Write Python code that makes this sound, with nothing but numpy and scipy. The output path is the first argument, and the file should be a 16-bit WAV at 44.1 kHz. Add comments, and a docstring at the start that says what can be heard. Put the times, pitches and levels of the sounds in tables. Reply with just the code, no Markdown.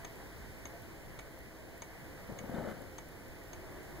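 """From the start, a pendulum wall clock ticks slightly unevenly in a quiet room, over faint hum and hiss.
Each tick is two quick blows of the escapement (the catch on the toothed wheel), ringing steel and wood.
Faint static crackles now and then, and a soft tone swells twice. After two seconds a hand rubs and
bumps the camera that holds the microphones. In the last second the clock's door swings softly.
The recorder spreads all of this wider between left and right."""
import sys
import numpy as np
from scipy import signal
from scipy.fft import rfft, irfft
from scipy.io import wavfile
from scipy.ndimage import uniform_filter1d

SR = 44100
rng = np.random.default_rng(int(sys.argv[2]) if len(sys.argv) > 2 else 0)


def waveform_to_disk(signal):
    """Save audio, clipped to [-1, 1], as 16-bit WAV at the path in sys.argv[1]."""
    frames = np.transpose(np.atleast_2d(signal))
    scaled = np.clip(frames, -1, 1) * 32767
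    samples = np.round(scaled).astype(np.int16)
    wavfile.write(sys.argv[1], SR, samples)


N = 176400
TIME, FREQ = np.arange(N) / SR, np.fft.rfftfreq(N, 1 / SR)
RING_TIME = np.arange(SR // 5) / SR  # time axis for one short sound

# A spectrum gives the level in each 1 Hz band. A fade (T60) is the time taken to drop by 60 dB.
# steady background rumble and hiss, with a narrow dip near 2700 Hz: f/Hz, level/dB
BACKGROUND_SPECTRUM = [(20, -79), (60, -73.5), (130, -75.5), (215, -81), (330, -78.5), (480, -81),
                       (660, -85), (780, -87), (1050, -90), (1300, -94), (1550, -88.5), (2000, -87),
                       (2400, -93.5), (2680, -100), (2950, -95), (3300, -99), (3950, -102), (4300, -99),
                       (5500, -102), (8500, -104.6), (12000, -102.8), (15500, -104.5)]
# how alike it is left and right: f/Hz, likeness (1 = same, -1 or less = opposite)
BACKGROUND_LIKENESS = [(60, 0.59), (200, 0.71), (450, 0.56), (1200, 0.71), (1550, 0.095), (1900, -0.32),
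                       (2500, -0.59), (2720, -1.35), (2900, 0.75), (3700, 0.11), (4000, 0.21),
                       (4300, -0.44), (5500, -0.048), (15000, 0.007)]
# how much louder it is on the left: f/Hz, level/dB
BACKGROUND_BALANCE = [(200, .5), (400, -1.5), (1300, 0.5), (1900, -4.5), (2700, 1), (8000, 0.5),
                      (11000, -2.5)]
# slow drift of the background and hum: t/s, level/dB
BACKGROUND_DRIFT = [(0, 1), (.7, .5), (1.5, -1.23), (2.2, 0.5), (3.1, -0.86), (4, 1)]
# faint hum and electrical whine: f/Hz, level/dB
HUM_TONES = [(48, -63), (180, -71), (282, -73), (320, -65.5), (457, -73), (525, -66.5), (668, -67.5),
             (1509, -77.5), (7635, -87)]
# brief swells of a faint tone: t/s, f/Hz, level/dB
TONE_SWELLS = [(.755, 685, -51.5), (1.6, 638, -55.5)]
# static in the recorder: t/s, level/dB
STATIC_CLICKS = [(.1578, -1), (.6726, 1), (.822, -1), (1.3894, -1), (1.7794, -1), (2.3249, -1),
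                 (2.5032, -1), (2.7004, -1), (2.8199, 1), (3.0884, 0), (3.2832, -3), (3.4376, -1),
                 (3.4842, -1), (3.8316, -1)]
# the swinging door: f/Hz, level/dB
DOOR_SPECTRUM = [(120, -100), (230, -81.5), (370, -70.5), (500, -91), (640, -77), (780, -91), (1080, -88),
                 (1400, -99), (1800, -89.5), (3000, -112), (8000, -125)]
# its loudness: t/s, level/dB
DOOR_LOUDNESS = [(3.0, -34), (3.26, -18), (3.48, -13), (3.57, -2), (3.8, -3.5), (3.86, -12), (4, 0.5)]
# low rub of fingers on the camera: f/Hz, level/dB
RUB_SPECTRUM = [(30, -88), (110, -65), (150, -68), (195, -65.5), (255, -66.5), (310, -68.5), (390, -72),
                (520, -67), (720, -74), (1050, -87), (2000, -102), (5000, -120)]
# how hard they press: t/s, level/dB
FINGER_PRESSURE = [(2.25, -60), (2.284, -20), (2.298, -1.5), (2.345, -10.5), (2.41, -10), (2.48, -7.5),
                   (2.535, -1), (2.545, 0.5), (2.67, 0.5), (2.715, -2.5), (2.74, -11), (2.85, -9),
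                   (2.88, -15), (3, -60)]
# brighter scrape of the fingers: f/Hz, level/dB
SCRAPE_SPECTRUM = [(500, -100), (900, -90), (1350, -80.5), (1440, -82.5), (1510, -79), (1620, -85),
                   (2000, -84.5), (2700, -102), (3030, -87), (3250, -101), (6000, -107), (15000, -112)]
# its loudness: t/s, level/dB
SCRAPE_LOUDNESS = [(2.2, -62), (2.29, -41), (2.5, -9), (2.56, -1), (2.64, -3.5), (2.715, 1.5),
                   (2.735, -6.5), (2.95, -25)]
# bumps of the hand: t/s, level/dB
HAND_BUMPS = [(2.366, -8), (2.439, 3), (2.469, -15), (2.495, 3), (2.542, 4.5), (2.564, 2), (2.585, 5),
              (2.638, -7), (2.82, -6)]
# tones of the bumped camera body: f/Hz, level/dB, fade/s
CAMERA_TONES = [(116, -66, 0.039), (198, -38.5, 0.032), (228, -37, 0.041), (526, -49, 0.023),
                (770, -39, 0.018)]
# tones of the clock's steel catches and axles: f/Hz, level/dB, fade/s
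STEEL_TONES = [(6310, -52.5, .028), (6540, -54, .017), (7720, -63, .016), (7900, -58, 0.018)]
# tones of the clockwork and wooden case: f/Hz, level/dB, fade/s
CASE_TONES = [(393, -40, 0.018), (660, -48, 0.047), (1216, -52.5, 0.054), (1950, -50, 0.042),
              (2545, -63, 0.12), (2974, -50, 0.073), (3426, -53, 0.027)]
# dry rattle of each blow: f/Hz, level/dB
CLACK_SPECTRUM = [(200, -74), (800, -72), (1500, -82.5), (2500, -78.5), (3700, -83), (5300, -90),
                  (8000, -88.5), (10000, -92.5), (15000, -106)]
# the ticks: t/s, case level/dB, steel level/dB, second blow delay/s, second blow level/dB,
# wheel f/Hz, plate f/Hz, plate level/dB, back board level/dB
CLOCK_TICKS = [(.0463, -2.5, -2, 0.0031, 2, 6391, 2250, -49, -63),
               (.6545, -1, 2, 0.0097, -14, 6440, 2170, -44.5, -48),
               (1.1894, 0, -11, 0.0038, -3, 6490, 2260, -48, -60),
               (1.8199, -0.5, 1.5, 0.0039, -6, 6500, 2240, -45.5, -46),
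               (2.3875, -0.5, 0, .0035, -13, 6514, 2240, -45, -52.5),
               (2.9821, -5, -3.5, 0.0032, 2.5, 6380, 2277, -50, -45.5),
               (3.5314, -4.5, -4, .002, -1, 6417, 2280, -48, -62)]
# stereo widening: f/Hz, share of the other channel taken away
WIDEN_SHARE = [(200, 0.24), (1200, 0.38), (2700, 0.55), (4000, 0.78), (5400, 0.3), (8200, 0.42),
               (11000, 0.25), (15000, 0.19)]


def amp(db):
    """Turns decibels into a number to multiply by."""
    return 10 ** (np.asarray(db) / 20)


def evened(x):
    """Scales a sound to an average power of 1."""
    return x / np.sqrt(np.mean(x ** 2) + 1e-20)


def curve(points):
    """Joins a table's points into a value for every frequency, on a log scale."""
    hz, value = np.transpose(points)
    return np.interp(np.log(FREQ + 1), np.log(hz), value)


def level(points):
    """Joins (t/s, level/dB) points into a volume curve."""
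    return amp(np.interp(TIME, *np.transpose(points)))


def pan(db):
    """Raises the left channel and lowers the right."""
    return amp([[db], [-db]])


def add(mix, start, sound):
    """Mixes a sound in at a start time in seconds."""
    part = mix[:, round(start * SR):][:, :sound.shape[-1]]
    part += sound[..., :part.shape[1]]


def colour(white, spectrum):
    """Shapes white noise to a spectrum."""
    return irfft(rfft(white) * amp(curve(spectrum)) * np.sqrt(SR / 2), N)


def pair(x, likeness):
    """Makes two unrelated channels partly alike."""
    left, right = rfft(x)
    likeness = np.clip(likeness, -1, 1)
    return irfft(np.array([left, likeness * left + np.sqrt(1 - likeness ** 2) * right]), N)


def background():
    """A low rumble drifts in patches under a steady hiss, with a faint wavering hum."""
    bands, _, noise = signal.stft(rng.standard_normal((2, N)), SR, nperseg=1024)
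    depth_db = 1 / (1 + (bands[:, None] / 3020) ** 2)  # high bands barely drift
    patches = uniform_filter1d(rng.standard_normal(noise.shape[1:]), size=8, axis=0)
    patches = evened(uniform_filter1d(patches, size=10, axis=1))
    white = evened(signal.istft(noise * amp(depth_db * patches), nperseg=1024)[1][:, :N])
    wash = colour(pair(white, curve(BACKGROUND_LIKENESS)), BACKGROUND_SPECTRUM)
    lean_db = curve(BACKGROUND_BALANCE) / 2
    wash = irfft(rfft(wash) * amp([lean_db, -lean_db]), N)
    hum_noise, width_hz = rfft(rng.standard_normal(N)), 6
    hum = sum(amp(db) * evened(irfft(hum_noise / (1 + ((FREQ - hz) / width_hz) ** 2), N))
              for hz, db in HUM_TONES)
    return (wash + hum) * level(BACKGROUND_DRIFT)


def swell(peak_s, hz, db, width_s):
    """A pure tone grows and dies away smoothly."""
    return amp(db) * np.exp(-((TIME - peak_s) / width_s) ** 2) * np.sin(2 * np.pi * hz * TIME)


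def static():
    """Static in the recorder makes thin, very high clicks on the right."""
    clicks = np.zeros((2, N))
    for start, db in STATIC_CLICKS:
        add(clicks, start, amp(db - 26.7) * np.array([[0], [1]]))
    return signal.sosfilt(signal.butter(1, [9700, 14500], "band", fs=SR, output="sos"), clicks)


def slips(per_second=2500, spread_db=2.5):
    """Rubbing surfaces stick and let go in tiny jerks of uneven size."""
    size = amp(spread_db * np.minimum(rng.exponential(1, (2, N)), 4))
    direction = rng.choice([-1, 1], (2, N))
    slipping = rng.random((2, N)) < per_second / SR
    return pair(evened(size * direction * slipping), likeness=0.75)


def door():
    """Wood rubs softly as the clock's door swings."""
    return colour(slips() * level(DOOR_LOUDNESS), DOOR_SPECTRUM)


def hand(thud_rise_s=0.0013):
    """Fingers slide over the camera, knock its body and squeak once."""
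    body = colour(slips() * level(FINGER_PRESSURE), RUB_SPECTRUM)
    thud = sum(amp(db - 60 * RING_TIME / t60) * np.sin(2 * np.pi * hz * RING_TIME)
               for hz, db, t60 in CAMERA_TONES)
    thud *= 1 - np.exp(-RING_TIME / thud_rise_s)
    for start, db in HAND_BUMPS:
        add(body, start, amp(db) * thud)
    scrape = colour(slips() * level(SCRAPE_LOUDNESS), SCRAPE_SPECTRUM)
    squeak = swell(peak_s=2.551, hz=3620, db=-59, width_s=0.005)
    return pan(db=3) * body + scrape + squeak


def room_echo(sound, db=-12, t60_s=0.093, delay_s=0.006):
    """The room throws back a short blur of echoes, different at each microphone."""
    tail = rng.standard_normal((2, len(RING_TIME))) * amp(-60 * RING_TIME / t60_s)
    tail *= RING_TIME > delay_s
    return amp(db) * signal.fftconvolve(sound, tail / np.linalg.norm(tail[0]), axes=1)[:, :N]


def ring(tones, blows, rise_s):
    """A struck part rings at its own tones; each blow (delay/s, level/dB) adds energy that fades."""
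    out = np.zeros((2, len(RING_TIME)))
    for hz, db, t60 in tones:
        energy = 0
        for delay, blow_db in blows:
            age = np.maximum(RING_TIME - delay, 0)
            energy += ((1 - np.exp(-age / rise_s)) * amp(db + blow_db - 60 * age / t60)) ** 2
        shift_cycles = 0.19 * rng.random((2, 1))  # the two microphones are a little out of step
        out += np.sqrt(energy) * np.sin(2 * np.pi * (hz * RING_TIME + shift_cycles))
    return out


def escapement():
    """Two quick blows per tick ring the steel and the case and clack; each tooth sounds a bit different."""
    wheel_db, wheel_t60_s, plate_t60_s = -39.5, 0.022, 0.062
    board_hz, board_t60_s = 903, 0.074
    clack_rise_s, clack_t60_s = 0.00032, 0.033
    clack_shape = (1 - np.exp(-RING_TIME / clack_rise_s)) * amp(-60 * RING_TIME / clack_t60_s)
    ringing, clack_energy = np.zeros((2, N)), np.zeros((1, N))
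    for start, case_db, steel_db, gap, second_db, wheel_hz, plate_hz, plate_db, board_db in CLOCK_TICKS:
        blows = [(0, 0), (gap, second_db)]
        steel = STEEL_TONES + [(wheel_hz, wheel_db, wheel_t60_s)]
        case = CASE_TONES + [(plate_hz, plate_db, plate_t60_s), (board_hz, board_db, board_t60_s)]
        add(ringing, start, amp(steel_db) * pan(db=4.5) * ring(steel, blows, rise_s=0.0011))
        add(ringing, start, amp(case_db) * ring(case, blows, rise_s=0.002))
        for delay, db in blows:
            add(clack_energy, start + delay, (amp(case_db + db) * clack_shape) ** 2)
    return ringing + np.sqrt(clack_energy) * colour(rng.standard_normal((2, N)), CLACK_SPECTRUM)


def scene():
    """The clock in its room, with the hand, the door and the static."""
    clock = escapement()
    swells = sum(swell(peak_s, hz, db, width_s=0.028) for peak_s, hz, db in TONE_SWELLS)
    return clock + room_echo(clock) + background() + swells + hand() + door() + static()


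def record(dry):
    """Each side loses a delayed share of the other, which sounds wider; the highest treble is cut."""
    delay_s, cutoff_hz = 0.000363, 15750
    channels, share = rfft(dry), np.clip(curve(WIDEN_SHARE), 0, 1)
    other_side = np.exp(-2j * np.pi * FREQ * delay_s) * channels[::-1]
    wide = irfft((channels - share * other_side) / np.sqrt(1 + share ** 2), N)
    treble_cut = signal.firwin(511, cutoff_hz, window=("kaiser", 9), fs=SR)
    return signal.oaconvolve(wide, treble_cut[None], "same")


dry = scene()
out = record(dry)
waveform_to_disk(out)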